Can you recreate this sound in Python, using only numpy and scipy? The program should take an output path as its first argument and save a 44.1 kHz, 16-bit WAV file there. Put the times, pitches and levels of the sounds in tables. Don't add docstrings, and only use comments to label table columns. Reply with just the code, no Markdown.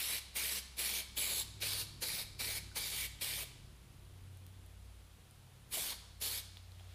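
import sys
import numpy as np
from scipy import signal
from scipy.fft import rfft, irfft, next_fast_len
from scipy.io import wavfile
from scipy.ndimage import uniform_filter1d, map_coordinates

SR = 44100
rng = np.random.default_rng(int(sys.argv[2]) if len(sys.argv) > 2 else 0)


def linear_from_db(decibels):
    return 10 ** (np.asarray(decibels, float) / 20)


def wrap_up_sound(samples):
    columns = np.atleast_2d(samples).T
    tamed = np.clip(columns, -1, 1)
    steps = np.round(tamed * 32767).astype(np.int16)
    wavfile.write(sys.argv[1], SR, steps)


N = 306054
TIME = np.arange(N) / SR

# [f/Hz, density/dB per Hz]
AIR_SPECTRUM = [(140, -11), (230, -2.5), (265, -17.5), (397, -6.5), (465, -4), (545, -6), (803, -6.5),
                (862, -7), (1900, -10.5), (3410, -9), (5780, -15.5), (9980, -15.5), (15500, -21)]
# [f/Hz, density/dB per Hz]
RUMBLE_SPECTRUM = [(15, -16), (40, -2), (52, -2), (70, -9), (150, -7), (230, -15), (400, -18), (600, -120)]
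# [t/s, peak level/dB, half length/s]
PASSING_VEHICLES = [
    (1.95, -62, 0.91),
    (3.7, -65, 0.97),
    (5.78, -64.5, 0.098),
    (6.42, -71, 0.11),
]
# [f/Hz, t60/s]
GARAGE_T60 = [(250, 0.34), (1200, 1), (2300, 0.7), (4400, 0.86), (7000, 0.77), (10000, 0.51), (14000, 0.24)]
STRONG_ORDERS = (5, 8, 11)
# [order, t/s, peak level/dB, half length/s]
ENGINE_SWELLS = [(5, 0.52, -58.5, .7), (5, 1.35, -59.5, 0.8), (5, 2.65, -57, .25), (5, 3.07, -53, 0.098),
                 (5, 3.4, -57, .13), (5, 3.74, -58, 0.11), (5, 4.08, -59.5, 0.09), (5, 4.84, -56, 0.27),
                 (5, 6.23, -59.5, 0.47), (5, 7.04, -58, 0.38), (8, 0.11, -68, 0.34), (8, 1.12, -67, 0.18),
                 (8, 3.7, -67, .15), (8, 1.705, -54, 0.27), (8, 2.48, -56.5, .28), (8, 3.17, -62, 0.5),
                 (8, 4.31, -54, 0.25), (8, 4.66, -58, 0.45), (8, 5.46, -63.5, 0.25), (8, 6.38, -57.5, 0.35),
                 (8, 6.85, -54.5, 0.27), (11, 1.5, -80, 0.43), (11, 2.3, -64, 0.45), (11, 3, -64.5, 0.17),
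                 (11, 3.47, -61.5, 0.33), (11, 4.12, -67, 0.45), (11, 5.53, -64.5, 0.28), (11, 6, -75, .5)]
# [order, level/dB]
WEAK_ORDERS = [(4, -86.5), (7, -80), (9, -82.5), (10, -83.5), (12, -96), (15, -91), (16, -82)]
# [t/s, peak level/dB, half length/s]
ARM_MOVES = [
    (3.8, -78, .35),
    (6.94, -64.5, 0.18),
]
# [f/Hz, density/dB per Hz]
CLOTH_SPECTRUM = [(200, -38), (500, -6), (1500, -8.5), (3500, -2.5), (5500, -11), (12000, -20)]
# [t/s, ring level/dB, ring f/Hz, ring t60/s, crack level/dB]
IMPACTS = [(2.7155, -52, 1500, .03, -52), (3.1887, -51, 3150, .03, -65), (4.3725, -49, 9200, .004, -53),
           (4.4660, -48, 3400, .003, -46), (4.6628, -50, 10400, .004, -57), (5.3105, -48, 9500, .004, -53),
           (6.5709, -36, 3600, .004, -48), (6.5775, -46, 4500, .003, -58), (6.7195, -49, 4050, .007, -56),
           (6.7975, -48, 3300, .006, -58), (6.808, -55, 700, .02, -70)]
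# [t/s, peak level/dB, centre f/Hz]
PUFFS = [(0.368, -45, 315), (0.79, -49, 426), (1.178, -42, 440), (1.626, -42.5, 556), (2.02, -39.5, 450),
         (2.408, -42.5, 454), (2.76, -40, 490), (3.217, -46, 468), (3.422, -47, 576), (5.767, -37.5, 516),
         (5.916, -40.5, 1270), (6.223, -50, 436)]
# [f/Hz, density/dB per Hz]
JET_SPECTRUM = [(94, -50), (160, -23.5), (194, -7.5), (230, -16), (450, -6.5), (798, -11.5), (862, -9),
                (1390, -10), (2330, -2), (2570, -4.5), (4380, -1.5), (5730, -7.5), (7490, -6), (11400, -1),
                (15500, -13.5)]
# [f/Hz, width/Hz,
# lift/dB]
JET_LIFTS = [(2304, 220, 5), (3750, 130, 2.5), (4380, 390, 1.5), (15400, 1900, 9)]
# [valve opens t/s, valve shuts t/s, hiss level at start/dB, at end/dB, press time/ms]
STROKES = [(-.05, 0.192, -42, -43.5, 2), (.356, 0.597, -42, -42.5, 3.5), (0.782, 1.014, -42.5, -42, 6.5),
           (1.169, 1.428, -42, -42.5, 2.5), (1.616, 1.834, -44, -44.5, 5), (2.019, 2.233, -43.5, -45.5, 4),
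           (2.394, 2.59, -45.5, -44.5, 1.8), (2.757, 3.07, -45.5, -44.5, 2.3),
           (3.212, 3.441, -44, -45.5, 1.8), (5.73, 5.942, -40, -47.5, 9.7), (6.214, 6.403, -43, -45.5, 3.4)]
ECHO_PATHS = [(13.3, 12.1, .43, 19.7, 16.8), (11.3, 13.3, .4, 18.4, 22.1), (13.6, 10.6, .42, 9.8, 11),
              (9.4, 9.4, .65, 11.2, 18.6), (7.76, 7.34, .31, 10.4, 10.9), (6.3, 7.5, .21, 23.3, 26.2),
              (7.76, 6.9, .3, 13.3, 14.5), (10, 11.2, .2, 6.9, 11.9), (12.5, 10.4, .23, 8, 7.5),
              (13.7, 10.4, .3, 10.3, 7.8), (9.6, 8.4, .42, 6.5, 6.1)]
# [aim at microphone at start/dB, at end/dB,
# can ring left by the grip at start/dB, at end/dB, throat level/dB]
JET_AIM = [(-3, -2.5, -12.5, -7.5, -7), (-5, -1.5, -5.5, -10, -11), (-2, -2.5, -7.5, -9, -10),
           (-6, 0, -10, -14.5, -10.5), (1, 0, -3, -16, -11), (-0.5, -1, -11, -6.5, -14),
           (1.5, -1, -5.5, -6.5, -13), (-0.5, -3.5, -11.5, -5.5, -9), (-1.5, -4.5, -10, -6.5, -10),
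           (-7.5, 2, -15, -13, -12.5), (-4, -1, -15, -12, -11.5)]
ARCH_CM = (23, 29, 35, 42, 51)


def unit(x):
    return x / np.sqrt(np.mean(x ** 2) + 1e-20)


def along(points, hz):
    f, v = np.transpose(points)
    return np.interp(np.log(hz + 1), np.log(f + 1), v)


def wobble(rate):
    return map_coordinates(rng.standard_normal(int(N * rate / SR) + 4), [TIME * rate])


def filtered(x, response):
    m = next_fast_len(N + 8192)
    return irfft(rfft(x, m) * response(np.fft.rfftfreq(m, 1 / SR)), m)[..., :N]


def patchy(patchy_db):
    z = signal.stft(rng.standard_normal(N), nperseg=256)[2]
    field = uniform_filter1d(rng.standard_normal(z.shape), 3, 0)
    field = uniform_filter1d(field, 12, 1)
    return signal.istft(z * linear_from_db(patchy_db * unit(field)), nperseg=256)[1][:N]


def swells(rows, floor_db):
    power = linear_from_db(2 * floor_db)
    for s, db, half in rows:
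        power = power + linear_from_db(2 * db) * 4. ** -((TIME - s) / half) ** 2
    return np.sqrt(power)


def steady_air():
    def colour(hz):
        port_db = 3 / (1 + ((hz - 10100) / 700) ** 2)
        return linear_from_db(along(AIR_SPECTRUM, hz) + port_db)

    return linear_from_db(-66.0) * unit(filtered(patchy(patchy_db=-0.5), colour))


def traffic():
    rumble = unit(filtered(rng.standard_normal(N), lambda hz: linear_from_db(along(RUMBLE_SPECTRUM, hz))))
    return swells(PASSING_VEHICLES, floor_db=-69.5) * linear_from_db(2.0 + wobble(2.84)) * rumble


def garage(x):
    hz, t, z = signal.stft(rng.standard_normal(SR), SR, nperseg=256)
    decay = linear_from_db(-60 * t / along(GARAGE_T60, hz)[:, None])
    tail = signal.istft(z * decay, SR, nperseg=256)[1]
    delayed = np.pad(x, (300, 0))
    return signal.fftconvolve(delayed, tail / np.linalg.norm(tail))[:N]


def engine():
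    idle_hz, above_idle_hz, settle_s, settle_shape = 11.36, 1.64, 2.7, 1.5
    shaft_hz = idle_hz + above_idle_hz * np.exp(-(TIME / settle_s) ** settle_shape)
    turn = 2 * np.pi * np.cumsum(shaft_hz) / SR
    out = np.zeros(N)
    for order in STRONG_ORDERS:
        rows = [row[1:] for row in ENGINE_SWELLS if round(row[0]) == order]
        level = swells(rows, floor_db=-86.5) * linear_from_db(0.34 * wobble(22))
        out += np.sqrt(2) * level * np.sin(order * turn + .5 * wobble(8))
    for order, db in WEAK_ORDERS:
        level = linear_from_db(db + 4.2 * wobble(2.37))
        out += np.sqrt(2) * level * np.sin(order * turn + wobble(3.3))
    return out


def sleeve():
    lumps = rng.standard_normal(N) * linear_from_db(1.5 * wobble(40))
    rustle = unit(filtered(lumps, lambda hz: linear_from_db(along(CLOTH_SPECTRUM, hz))))
    return swells(ARM_MOVES, floor_db=-92) * rustle


def ticks():
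    out, t = np.zeros(N), np.arange(2000) / SR
    for s, ring_db, hz, t60, crack_db in IMPACTS:
        burst = signal.lfilter([1, 0, -1], 1, rng.choice([-1., 1.], len(t)))
        crack = linear_from_db(crack_db - 60 * t / 0.0018) * burst
        ring = linear_from_db(ring_db - 60 * t / max(t60, .001)) * np.sin(2 * np.pi * hz * t)
        out[round(s * SR):][:len(t)] += ring + crack
    return out


def puffs():
    out, t = np.zeros(N), np.arange(6000) / SR
    u = t / 0.02 * 3
    for s, db, hz in PUFFS:
        gust = signal.lfilter(*signal.iirpeak(hz, 1.8, SR), rng.standard_normal(len(t)))
        out[round(s * SR):][:len(t)] += linear_from_db(db - 9.5) * unit(gust) * u * np.exp(1 - u)
    return out


def jet_colour(hz):
    lift = sum(db / (1 + (2 * (hz - c) / w) ** 2) for c, w, db in JET_LIFTS)
    return linear_from_db(along(JET_SPECTRUM, hz) + lift)


def jet_regions():
    droplets = (rng.random(N) < 500 / SR) * rng.standard_normal(N)
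    droplets = unit(droplets + .6 * np.roll(droplets, 1))
    flow = patchy(patchy_db=2.0) * linear_from_db(1.03 * wobble(300) + 0.56 * wobble(40))

    def below(hz, edge_hz):
        return 1 / (1 + (hz / edge_hz) ** 12)

    def region(low_hz, high_hz, spit):
        def response(hz):
            return jet_colour(hz) * (below(hz, high_hz) - below(hz, low_hz))
        return unit(filtered(flow + spit * droplets, response))

    splash, ring = region(20, 1900, .1), region(1900, 2800, .1)
    throat, body = region(2800, 3700, .1), region(3700, 6000, .12)
    hiss = region(6000, 20000, .27)
    return splash, ring, throat, body, hiss


def valve_gain(t, way, opens, shuts, db0, db1, rise_ms):
    fall_ms = 2.6 + 0.84 * rise_ms
    surge_db = 5 - 0.37 * rise_ms
    leak = 0.091 / (1 + np.exp((opens - .013 - t) / 0.00083))
    opening = 1 / (1 + np.exp((opens - t) * 1e3 / rise_ms))
    valve = (leak + opening) / (1 + np.exp((t - shuts) * 1e3 / fall_ms))
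    surge = np.exp(-np.abs(t - opens - .014) / 0.0092)
    droop = np.exp(np.minimum(t - shuts, 0) / 0.021)
    return valve * linear_from_db(db0 + (db1 - db0) * way + surge_db * surge - 1.5 * droop)


def echoes(beamed, way, panel0, panel1, panel_share, floor0, floor1):
    sound_cm_s, floor_share, arch_share = 34300, .21, .13
    paths = [(panel0, panel1, panel_share), (floor0, floor1, floor_share)]
    slide = np.clip(panel1 / panel0, .8, 1.25) ** .5
    for cm in ARCH_CM * rng.uniform(.9, 1.1, len(ARCH_CM)):
        paths.append((cm / slide, cm * slide, arch_share))
    out = np.zeros(len(beamed))
    for cm0, cm1, share in paths:
        lag = SR * (cm0 + (cm1 - cm0) * way) / sound_cm_s
        echo = map_coordinates(beamed, [np.arange(len(beamed)) - lag], order=3)
        out += min(share, 1 / 1.4) * echo
    return out


def spray():
    splash, ring, throat, body, hiss = jet_regions()
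    direct, near_walls = np.zeros((2, N))
    for stroke, path, aim in zip(STROKES, ECHO_PATHS, JET_AIM):
        opens, shuts, db0, db1, rise_ms = stroke
        aim0, aim1, ring0, ring1, throat_db = aim
        part = slice(max(0, int(opens * SR) - 3000), int(shuts * SR) + 4000)
        t = TIME[part]
        way = np.clip((t - opens) / (shuts - opens), 0, 1)
        gain = valve_gain(t, way, opens, shuts, db0, db1, rise_ms)
        aim_db = aim0 + (aim1 - aim0) * way
        ring_db = ring0 + (ring1 - ring0) * way
        splash_db = -12.5 + 0.38 * aim_db
        low = 0.74 * linear_from_db(aim_db) * body[part] + linear_from_db(throat_db) * throat[part]
        low = low * np.clip((t - opens + 0.026) / .008, 0, 1)
        low = low + linear_from_db(ring_db) * ring[part] + linear_from_db(splash_db) * splash[part]
        direct[part] += gain * (low + hiss[part])
        beamed = gain * (1.45 * hiss[part] + .4 * low)
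        near_walls[part] += echoes(beamed, way, *path)
    return linear_from_db(-0.22) * direct, linear_from_db(-4.5) * near_walls


def scene():
    jet, near_walls = spray()
    near = jet + puffs() + ticks()
    room = linear_from_db(-10.5) * garage(near)
    mono = near + near_walls + room + sleeve() + engine() + steady_air() + traffic()
    trace = linear_from_db(-44.0) * mono * wobble(400)
    return np.array([mono + trace, mono - trace])


def top_cut(x):
    return signal.sosfilt(signal.butter(12, 16590, fs=SR, output="sos"), x)


def record(dry):
    mix = filtered(dry, lambda hz: 1 / (1 + (hz / 15330) ** 400))
    return top_cut(mix)


dry = scene()
out = record(dry)
wrap_up_sound(out)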